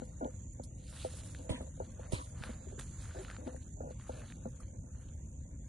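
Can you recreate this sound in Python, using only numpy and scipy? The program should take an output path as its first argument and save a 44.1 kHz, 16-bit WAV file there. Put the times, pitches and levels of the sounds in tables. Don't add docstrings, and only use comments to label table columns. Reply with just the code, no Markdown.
import sys
import numpy as np
from scipy import signal
from scipy.io import wavfile
from scipy.ndimage import uniform_filter1d

SR = 44100
rng = np.random.default_rng(int(sys.argv[2]) if len(sys.argv) > 2 else 0)


def elevation(decibels):
    levels = np.asarray(decibels, float)
    return 10 ** (levels / 20)


def materialize(psi):
    bounded = np.clip(np.atleast_2d(psi).T, -1, 1)
    quanta = np.round(bounded * 32767).astype(np.int16)
    wavfile.write(sys.argv[1], SR, quanta)


N = 250488

# peak time in seconds, level in dB, rise in seconds,
# fall in seconds, stalk level over it in dB.
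SWISHES = [(0, -76.5, 0.14, 0.91, 6.5), (.26, -79.5, 0.23, 0.87, 4), (0.958, -59.5, 0.26, 0.39, -3),
           (1.015, -57.5, 0.13, 0.37, -5), (1.14, -63.5, .2, 0.99, -0.5), (1.501, -72, 0.042, 0.14, 24.5),
           (1.848, -74.5, 0.48, 0.31, 3), (2.101, -71, 0.42, 0.13, 11), (2.138, -47.5, 0.052, 0.14, -2),
           (2.46, -61.5, 0.21, 0.21, 10.5), (2.68, -74.5, 0.78, 0.73, 3.5), (2.82, -67, 0.073, 0.3, -10),
           (3.019, -66, 0.091, 1, 0), (3.24, -66, 1, 0.22, 4.5), (3.31, -67, 0.1, 0.17, 7.5),
           (3.48, -70, 0.12, 0.17, 8.5), (3.62, -76.5, 0.13, 0.43, 2), (3.92, -72.5, 0.16, 0.046, 5),
           (4.0, -75.5, 0.11, 0.22, 7.5), (4.141, -66, 0.31, 0.61, 4), (4.3, -72.5, 0.22, 0.18, -19),
           (4.44, -77.5, 0.074, 0.18, 3.5), (4.621, -76, 0.27, 0.18, 6.5), (4.982, -78.5, 0.61, 1, 4.5),
           (5.67, -84, 0.11, 0.09, 10.5)]
# peak time in seconds, level in dB, fall in seconds.
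WHIPS = [(0.535, -65, 0.016), (1.922, -68, 0.017), (4.605, -62, .02), (0.64, -52.5, 0.032),
         (1.238, -58, 0.25), (1.5, -49.5, 0.18), (2.118, -52, 0.018), (2.124, -39.5, 0.058),
         (.05, -68, .03), (.198, -69.5, .02), (3.563, -62, .02), (.9, -61.5, .5), (1.15, -62, .4),
         (1.615, -60, .04), (2.14, -47, 0.21), (2.795, -53, 0.033)]
# frequency in Hz, width in Hz, level in dB.
STALK_MODES = [(1647, 1830, 14.54), (837, 1500, 11.7)]
BLADE_MODES = [(2520, 1100, -2), (4266, 1400, 0.06)]
LEAF_MODES = [(8880, 1600, 2.9), (11110, 940, 12.4), (6580, 5500, 11.8)]
# start in seconds, length in seconds, level in dB,
# pitch in Hz, end pitch over start pitch as a ratio.
RASPS = [(.97, 0.086, -60, 3500, 1.1), (.99, .06, -62, 2600, 1.4), (2.135, 0.074, -67, 3100, 1.14),
         (2.13, 0.072, -60.5, 4240, 1), (2.778, 0.016, -52, 1400, 1.14), (3.045, .045, -67, 1420, 0.78),
         (3.105, 0.118, -62.5, 1450, 1.23), (3.28, 0.066, -57.5, 1390, 1.2), (4.04, .09, -67, 1120, 1.37),
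         (4.085, 0.046, -72, 4200, 1), (4.14, .13, -66.5, 1780, 0.9), (4.17, 0.069, -66.5, 2650, 0.98),
         (1.5, 0.11, -61, 2040, 0.91), (0.7, .03, -70, 1120, .9), (3.803, 0.04, -68, 1340, 1),
         (2.42, .07, -57, 1380, 1.12), (0.015, 0.026, -68.5, 1430, 1.02), (.594, .02, -71, 1300, 1),
         (1.606, .025, -62, 1300, 0.9), (1.801, .025, -65, 1420, 1), (4.453, 0.032, -61.5, 1320, 0.88),
         (4.6, .03, -63, 1200, 1), (1.52, .07, -66, 2600, .95), (2.122, 0.019, -59, 1670, 1.2)]
# start in seconds, length in seconds,
# level in dB, pitch in Hz, end pitch over start pitch as a ratio.
STUBBLE = [
    (1.495, 0.082, -55, 3400, 0.95),
    (1.495, 0.093, -61, 2500, 0.86),
    (2.125, 0.12, -53, 1140, 0.96),
    (2.125, .08, -56, 2400, 0.97),
]
# time in seconds, peak in dB, stem ring in Hz, fizz level over it in dB.
SNAPS = [(0.2458, -48, 2540, -32), (0.6365, -49, 4520, -2), (1.2344, -51, 1710, 0),
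         (1.3478, -40, 1560, -16), (1.387, -54, 4500, 0), (1.615, -54, 1200, -1), (0.8916, -55, 3640, -14),
         (1.4924, -42, 1000, -10), (1.5, -42, 2050, -9), (2.1216, -41, 3460, -10), (2.1314, -40, 4080, -8),
         (2.4234, -43, 1420, -20), (2.4364, -33, 1500, -28), (2.7916, -39, 1260, -10),
         (2.7954, -36, 1180, -5), (2.8094, -44, 3500, -3), (2.8105, -44, 1200, -20),
         (2.8025, -52, 1500, -4), (2.8194, -47, 1530, -12), (2.8314, -51, 1540, -10),
         (2.9736, -56, 1020, -2), (3.0227, -52, 1520, -18), (3.0546, -50, 1430, -18),
         (3.1078, -49, 1450, -14), (3.2322, -49, 2040, -18), (3.2816, -47, 1270, -20),
         (3.476, -49, 3200, -16), (3.533, -59, 4300, -12), (2.792, -46, 3800, -20),
         (2.7958, -45, 3600, -20), (3.248, -38.5, 1390, -25), (3.2482, -48, 3300, -20),
         (3.2999, -38, 1500, -23), (3.3114, -41, 1250, -19), (3.3648, -40, 1430, -26),
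         (3.4695, -49, 1450, -16), (3.5633, -52, 1570, -7), (3.9973, -48, 1010, -24),
         (4.0104, -51, 2140, -19), (4.3006, -48, 1610, -18), (4.3221, -43, 1780, -18),
         (4.6324, -51, 1660, -20), (4.6808, -59, 2330, -21), (5.0868, -57, 2460, -19)]
# frequency in Hz, width in Hz, level in dB.
FIZZ_MODES = [(7600, 3600, 0), (11900, 1500, -7)]
# time in seconds, jolt peak in dB, jolt pitch in Hz, jolt 60 dB decay in seconds,
# crunch level in dB.
STEPS = [
    (1.4975, -31.5, 86, 0.14, -47),
    (2.1255, -29, 104, 0.08, -47.5),
    (2.402, -43, 88, 0.21, -71),
]
# delay in seconds, one per footfall.
CRUNCH_LAGS = [.00014, .0003, .0002]
# frequency in Hz, width in Hz, level in dB.
CRUNCH_MODES = [(972, 89, 10), (2000, 250, 5), (3540, 1800, 4), (4870, 1700, -4), (8400, 720, 1.5)]
# frequency in Hz, width in Hz, level in dB.
CASE_MODES = [(508, 31.3, 4.5), (622, 77.5, -1.5), (900, 153, -10), (370, 140, -9.5), (1422, 72, -16)]
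# time in seconds, peak in dB, palm mode over it in dB,
# left minus right in dB, contact in seconds.
KNOCKS = [(0.018, -34.5, 1, 8.5, 0.0089), (0.596, -34, -2, 0, 0.013), (1.047, -26, -20, 0, 0.015),
          (1.136, -48, -31, -6, 0.014), (1.391, -44, 1, 5, 0.045), (1.492, -27.5, -5, -4, 0.008),
          (1.605, -34, -2.5, 1.5, 0.024), (1.773, -50, -18, 2, 0.018), (1.8, -29.5, -14, 2.5, 0.026),
          (1.993, -40.5, -25, 4, .0063), (2.461, -46.5, -1, 6, 0.035), (2.49, -34, 5.5, -0.5, 0.017),
          (3.382, -41.5, 3, 3, 0.023), (3.472, -46, -7, 28, 0.018), (3.543, -45.5, -6, 19, 0.0048),
          (3.804, -33, -16, 0, 0.015), (3.905, -36.5, -12, 1, 0.0034), (4.093, -29.5, -8.5, 2, 0.0096),
          (4.187, -52, -13, 12, .012), (4.454, -30, 1.5, 0.5, 0.022), (4.71, -66, 0, 15, 0.041),
          (5.451, -52.5, 2, -4, 0.017)]
# time in seconds, peak in dB, finger mode over it in dB,
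# left minus right in dB, contact in seconds.
TAPS = [
    (2.121, -32, -1, -6, 0.028),
    (2.668, -46.5, 12, 9, 0.028),
    (2.723, -44, 4.5, -9, 0.014),
    (2.778, -46, 31, 4, 0.013),
    (3.148, -43, -15, 5, 0.0071),
]
# time in seconds, level in dB, palm mode over it in dB,
# palm mode in Hz, length in seconds.
RUBS = [(0.204, -53.5, -1, 256.7, 0.07), (1.5, -62.5, 2.5, 244, 0.039), (2.123, -68.5, 1, 280, 0.09),
        (3.142, -61.5, 1.5, 370, 0.074), (3.397, -62, -3.5, 273, 0.17), (3.458, -71, 9.5, 267, 0.031),
        (3.806, -60, -4.5, 248, 0.094), (4.114, -64, -5.5, 238, 0.13)]
# time in seconds, level in dB.
GRIP = [(0.0, -54.5), (0.25, -67.5), (0.65, -63.5), (1.09, -63), (1.63, -54), (1.8, -74), (2.02, -56),
        (2.2, -59.5), (2.75, -59.5), (2.86, -70), (3.08, -65), (3.37, -59.5), (3.53, -77), (3.78, -59),
        (3.99, -68), (4.65, -62.5), (5.68, -68)]
# time in seconds, level in dB.
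CRICKET = [(0.0, -82), (0.28, -67.5), (0.88, -78), (1.14, -75), (1.57, -73.5), (2.01, -68.5), (2.64, -77),
           (2.88, -65), (3.35, -73.5), (4.22, -70), (5.68, -76.5)]
# time in seconds, level in dB.
GUSTS = [(0.0, -51), (0.52, -48.5), (0.7, -50), (1.58, -49), (2.09, -50), (2.97, -48.5), (3.45, -50.5),
         (3.84, -48), (4.13, -50), (4.75, -50.5), (5.39, -48), (5.68, -49)]
# frequency in Hz, density in dB per Hz.
WIND_SPECTRUM = [(11, -64.5), (18, -43), (35, -8.5), (65, 0), (168, -12.5), (196, -18.5), (234, -15.5),
                 (426, -36), (516, -36), (1060, -74), (1200, -95), (1560, -107), (2640, -120)]
# time in seconds, level in dB, left minus right in dB.
CHORUS = [(0.0, -62.5, 6), (0.35, -60, -5), (0.84, -63.5, 1), (1.17, -60.5, -1), (1.64, -61, 2.5),
          (2.47, -62, -0.5), (2.82, -57.5, -8), (3.13, -60.5, -2.5), (3.45, -63, 3), (3.64, -59.5, -5),
          (4.06, -64, 3.5), (4.75, -65.5, 1.5), (5.68, -65, 1)]
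# frequency in Hz, width in Hz, level in dB.
CHORUS_MODES = [(6780, 870, 7), (7330, 740, 7)]
# frequency in Hz, density in dB per Hz.
FIELD_SPECTRUM = [(410, -24), (700, -30), (963, 2.5), (1060, -5.5), (1220, -40), (1440, -3), (2050, -4.5),
                  (3030, -13), (3490, -8.5), (5350, -22), (6160, -7), (7020, -10.5), (8380, -7.5),
                  (10000, -28), (11800, -7.5), (15300, -65), (22000, -120)]
# frequency in Hz, left minus right in dB.
FIELD_LEAN = [(60, -2), (140, -33), (350, -4), (840, 9), (2010, -2), (4840, 5), (11700, -13)]
# frequency in Hz, width in Hz, level in dB.
RIGHT_CAVITY = (8430, 1250, 0)
# frequency in Hz, difference minus sum in dB.
PORT_PAIR = [(9200, 1.5), (9800, 0), (10800, 0), (11200, 11)]
# frequency in Hz, limit over the usual band level in dB.
SILENT_BELOW = [(500, -35), (1000, -8.5), (2500, -4), (4500, -1.5), (5000, 3), (5450, 8), (5800, -20), (7420, -27),
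                (7690, 2.5), (7990, -1.5), (8290, -18), (10800, -41), (11500, 10), (11800, 40)]


def read(points, hz):
    f, value = np.transpose(points)
    return np.interp(np.log(hz + 1), np.log(f + 1), value)


def curves(rows):
    s, *columns = np.transpose(rows)
    return [np.interp(np.arange(N) / SR, s, column) for column in columns]


def evened(x):
    return x / np.sqrt(np.mean(x ** 2) + 1e-20)


def add(mix, s, sound):
    part = mix[..., round(s * SR):][..., :sound.shape[-1]]
    part += sound[..., :part.shape[-1]]


def sides(x, lean_db, lag=0):
    left = np.roll(x, round(lag * SR)) * elevation(lean_db / 2)
    right = x / elevation(lean_db / 2)
    return np.array([left, right])


def ring(x, modes):
    out = 0
    for k, (hz, width, db) in enumerate(modes):
        resonator = signal.iirpeak(hz, hz / width, SR)
        out = out + (-1) ** k * elevation(db) * signal.lfilter(*resonator, x)
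    return out


def wander(per_s):
    size = max(int(SR / per_s / 2), 1)
    return evened(uniform_filter1d(uniform_filter1d(rng.standard_normal(N), size), size))


def noise(spectrum, same, patchy_db, lean, size):
    hz = np.fft.rfftfreq(size, 1 / SR)
    a, b, c, d, patches = rng.standard_normal((4 * N // size + 5, len(hz), 5)).T
    patches = uniform_filter1d(patches, size=6, axis=0)
    patches = evened(uniform_filter1d(patches, size=6, axis=1))
    same = np.clip(same, 0, 1)
    left = a + 1j * b
    right = same * left + np.sqrt(1 - same ** 2) * (c + 1j * d)
    lean_db = np.multiply.outer([.5, -.5], read(lean, hz))[..., None]
    z = np.array([left, right]) * elevation(read(spectrum, hz)[:, None] + patchy_db * patches + lean_db)
    return evened(signal.istft(z, nperseg=size, noverlap=3 * size // 4)[1][:, :N])


def stroke(s, db, rise, fall):
    late = np.arange(0, N + 64, 64) / SR - s
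    return elevation(2 * (db - 28 * np.maximum(-late / rise, late / fall)))


def summed(powers):
    rest_db = -89
    return np.repeat(10 * np.log10(sum(powers) + elevation(2 * rest_db)), 64)[:N]


def brush():
    passes = [stroke(*row[:4]) for row in SWISHES]
    blade_db = summed(passes)
    stalk_db = summed([p * elevation(2 * row[4]) for p, row in zip(passes, SWISHES)])
    trailing = elevation(2 * -7) * sum(passes) ** 0.88
    whips = [stroke(s, db, 0.016, fall) for s, db, fall in WHIPS]
    leaf_db = summed([trailing] + whips)
    # modes, level in dB, likeness of the ports, share of grains
    layers = ((STALK_MODES, stalk_db, .9, .9), (BLADE_MODES, blade_db, .96, .8), (LEAF_MODES, leaf_db, .4, .45))
    out = np.zeros((2, N))
    for modes, level_db, same, grainy in layers:
        size = elevation(2.1 * np.minimum(rng.exponential(1, N), 4))
        grains = size * (rng.random(N) < 600 / SR) * rng.standard_normal(N)
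        near = grainy * evened(grains) + rng.standard_normal(N)
        other = same * near + np.sqrt(1 - same ** 2) * rng.standard_normal(N)
        rung = ring(ring(np.array([near, other]), modes), modes)
        out += evened(rung) * elevation(level_db + 2.05 * wander(23))
    t = np.arange(N) / SR
    dip = sum(np.interp(t, [s - .05, s - .02, s + .06, s + .14], [0, 1, 1, 0]) for s, *_ in STEPS[:2])
    lean_db = np.array([[-.5], [.5]]) * (1 + 4 * dip)
    return out * elevation(lean_db) * elevation(-9 * dip)


def rasps():
    out, t = np.zeros((2, N)), np.arange(8000) / SR
    rows = [(1, *row) for row in RASPS] + [(-1, *row) for row in STUBBLE]
    for (sign, s, length, db, hz, glide), draw in zip(rows, rng.standard_normal((len(rows), 3, 8000))):
        bursts = uniform_filter1d(1. * (abs(draw[1]) > 2.6), size=12)
        slips = draw[0] * (1 + 70 * bursts)
        pitch = hz * (1 + (glide - 1) * np.minimum(t / length, 1.2))
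        turn = np.exp(2j * np.pi * np.cumsum(pitch) / SR)
        r = np.exp(-np.pi * 0.24 * hz / SR)
        rung = turn * signal.lfilter([1], [1, -2 * r, r * r], (slips + 0.49 * draw) / turn)
        rung = evened(rung.real[[0, 2]])
        touch = np.clip(t / 0.0036, 0, 1) * np.clip((length - t) / 0.046 + .5, 0, 1) ** 2
        add(out, s, elevation(db) * touch * rung * [[sign], [1]])
    return out


def snaps():
    out, t = np.zeros((2, N)), np.arange(6000) / SR
    for (s, db, hz, fizz_db), puff in zip(SNAPS, rng.standard_normal((len(SNAPS), 6000))):
        tick = 9 * (np.arange(len(t)) == 0)
        puff = tick + puff * elevation(-60 * t / .012)
        stem = ring(puff, [(hz, 0.26 * hz, 0), (3600, 2600, -13), (800, 500, -8)])
        fizz = ring(puff, FIZZ_MODES)
        crack = stem / abs(stem).max() + elevation(fizz_db + 5) * fizz / abs(fizz).max()
        add(out, s + .0008, sides(elevation(db + 3) * crack, -1.5))
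    return out


def footfalls():
    out, t = np.zeros((2, N)), np.arange(16000) / SR
    for (s, db, hz, t60, crunch_db), lag in zip(STEPS, CRUNCH_LAGS):
        swing = np.sin(2 * np.pi * hz * t) * np.minimum(t / 0.005, 1) * elevation(db - 60 * t / t60)
        heel = 2.8 * elevation(db) * np.exp(-((t - .003) / 0.001) ** 2)
        add(out, s + 0.00673, sides(swing + heel, -2.5, 0.0014))
        size = np.minimum(rng.exponential(1, len(t)), 3) * (rng.random(len(t)) < .05)
        stubble = rng.standard_normal(len(t)) * elevation(7.9 * size)
        crunch = evened(ring(ring(stubble, CRUNCH_MODES), CRUNCH_MODES))
        add(out, s - .004, sides(crunch * elevation(crunch_db - 60 * t / 0.4), -2.4, lag))
    return out


def case(drive, palm_db, palm_hz, lean_db):
    drive = signal.sosfilt(signal.butter(3, 1600, fs=SR, output="sos"), drive)
    palm = [(palm_hz, 70, 0)]
    low = elevation(palm_db) * evened(ring(ring(drive, palm), palm))
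    shell = evened(ring(drive, CASE_MODES))
    return sides(shell, lean_db, .00039) + sides(low, lean_db, .0002)


def handling():
    out, t = np.zeros((2, N)), np.arange(12000) / SR
    palm_hz, finger_hz = 234.3, 393
    hits = [(palm_hz, *row) for row in KNOCKS] + [(finger_hz, *row) for row in TAPS]
    for (hz, s, db, palm_db, lean_db, contact), push in zip(hits, rng.standard_normal((len(hits), 12000))):
        push = 3.5 * (t < .0005) + push
        press = np.exp(-(t / contact) ** 2) * np.minimum(0.37 + t / 0.0021, 1)
        knock = case(push * press, palm_db, hz, lean_db)
        add(out, s, elevation(db) * knock / np.sqrt(abs(knock[0]).max() * abs(knock[1]).max()))
    for (s, db, palm_db, hz, length), push in zip(RUBS, rng.standard_normal((len(RUBS), 12000))):
        touch = np.clip(t / 0.003, 0, 1) * np.clip((length - t) / 0.036 + .5, 0, 1)
        rub = case(push * touch, palm_db, hz, 0.94) * np.sqrt(t[-1] / length)
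        add(out, s, elevation(db + 1.5) * rub)
    creak = case(rng.standard_normal(N) * elevation(2.9 * wander(25)), -8.5, 248, 0.27)
    return out + elevation(curves(GRIP)[0] - 3.0) * creak


def cricket():
    beats_per_s, first_beat = 146.13, .37
    rests = np.tile([3, 3, 4], 67)[:200]
    gaps = [[2] * (2 + (extra < .12)) + [rest] for rest, extra in zip(rests, rng.random(200))]
    beats = (np.cumsum(np.concatenate(gaps)) + first_beat) / beats_per_s
    beats = beats + .0003 * rng.standard_normal(len(beats))
    at = (beats[beats < N / SR] * SR).astype(int)
    train = np.zeros(N)
    train[at] = elevation(1.4 * rng.standard_normal(len(at)))
    t = np.arange(round(0.0077 * SR)) / SR
    hz = 5950 + 900 * t / t[-1]
    chirp = np.sin(2 * np.pi * np.cumsum(hz) / SR) * (t / .0018) * np.exp(-t / 0.0036)
    song = evened(np.roll(signal.oaconvolve(train, chirp)[:N], -80))
    level_db = curves(CRICKET)[0]
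    lean_db = -9 + (level_db + 69.5)
    return sides(elevation(level_db - 1.0) * song, lean_db)


def wind():
    rumble = noise(WIND_SPECTRUM, 0.99, 0.97, [(50, 0.13), (500, 0.27)], size=2048)
    swell = np.sqrt(uniform_filter1d((rumble ** 2).mean(0), size=7000))
    return elevation(curves(GUSTS)[0] + 4.0 + 1.03 * wander(22)) * rumble / swell


def whistle():
    rung = ring(ring(rng.standard_normal(N), CHORUS_MODES), CHORUS_MODES)
    return evened(rung) * elevation(2.27 * wander(24))


def field():
    level_db, lean_db = curves(CHORUS)
    left = whistle() * elevation(lean_db / 2)
    right = whistle() / elevation(lean_db / 2)
    chorus = elevation(level_db - 2.5) * np.array([left, right])
    hiss = noise(FIELD_SPECTRUM, 0.049, 1.4, FIELD_LEAN, size=512)
    return chorus + elevation(-64 - 7.5) * hiss


def scene():
    return brush() + rasps() + snaps() + footfalls() + handling() + cricket() + wind() + field()


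def thin_faint_bands(ports):
    pair = np.array([ports[0] + ports[1], ports[0] - ports[1]]) / 2
    hz, _, z = signal.stft(pair, SR, nperseg=1024, noverlap=768)
    z = z * elevation(np.multiply.outer([-.5, .5], read(PORT_PAIR, hz)))[..., None]
    band = np.arange(len(hz)) // 7
    band_hz = hz[::7]
    power = np.add.reduceat(abs(z) ** 2, np.arange(0, len(hz), 7), axis=1)
    power = uniform_filter1d(power, size=5)
    level_db = 10 * np.log10(abs(power) + 1e-20)
    median_db = np.median(level_db, axis=2, keepdims=True)
    louder_db = level_db.max(axis=0)
    whim_db = 6.5 * evened(uniform_filter1d(rng.standard_normal(power.shape), size=11))
    usual_db = median_db + read(SILENT_BELOW, band_hz + 150)[:, None]
    masked_db = louder_db - 10.5 - 30 * (band_hz < 900)[:, None]
    shut = level_db + whim_db < np.maximum(usual_db, masked_db)
    burst = level_db > median_db + 13
    shut = shut & ~(burst & (level_db == louder_db))
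    mid, side = signal.istft(z * ~shut[:, band], SR, nperseg=1024, noverlap=768)[1][:, :N]
    return np.array([mid + side, mid - side])


def band_limit(x):
    return signal.sosfilt(signal.butter(12, 12260, fs=SR, output="sos"), x)


def record(dry):
    ports = np.array([dry[0], dry[1] + ring(dry[1], [RIGHT_CAVITY])])
    ports = signal.sosfilt(signal.butter(2, 40, "high", fs=SR, output="sos"), ports)
    edge = signal.firwin(301, 12400, window=("kaiser", 8), fs=SR)
    ports = signal.oaconvolve(ports, edge[None], "same")
    return band_limit(thin_faint_bands(ports))


dry = scene()
out = record(dry)
materialize(out)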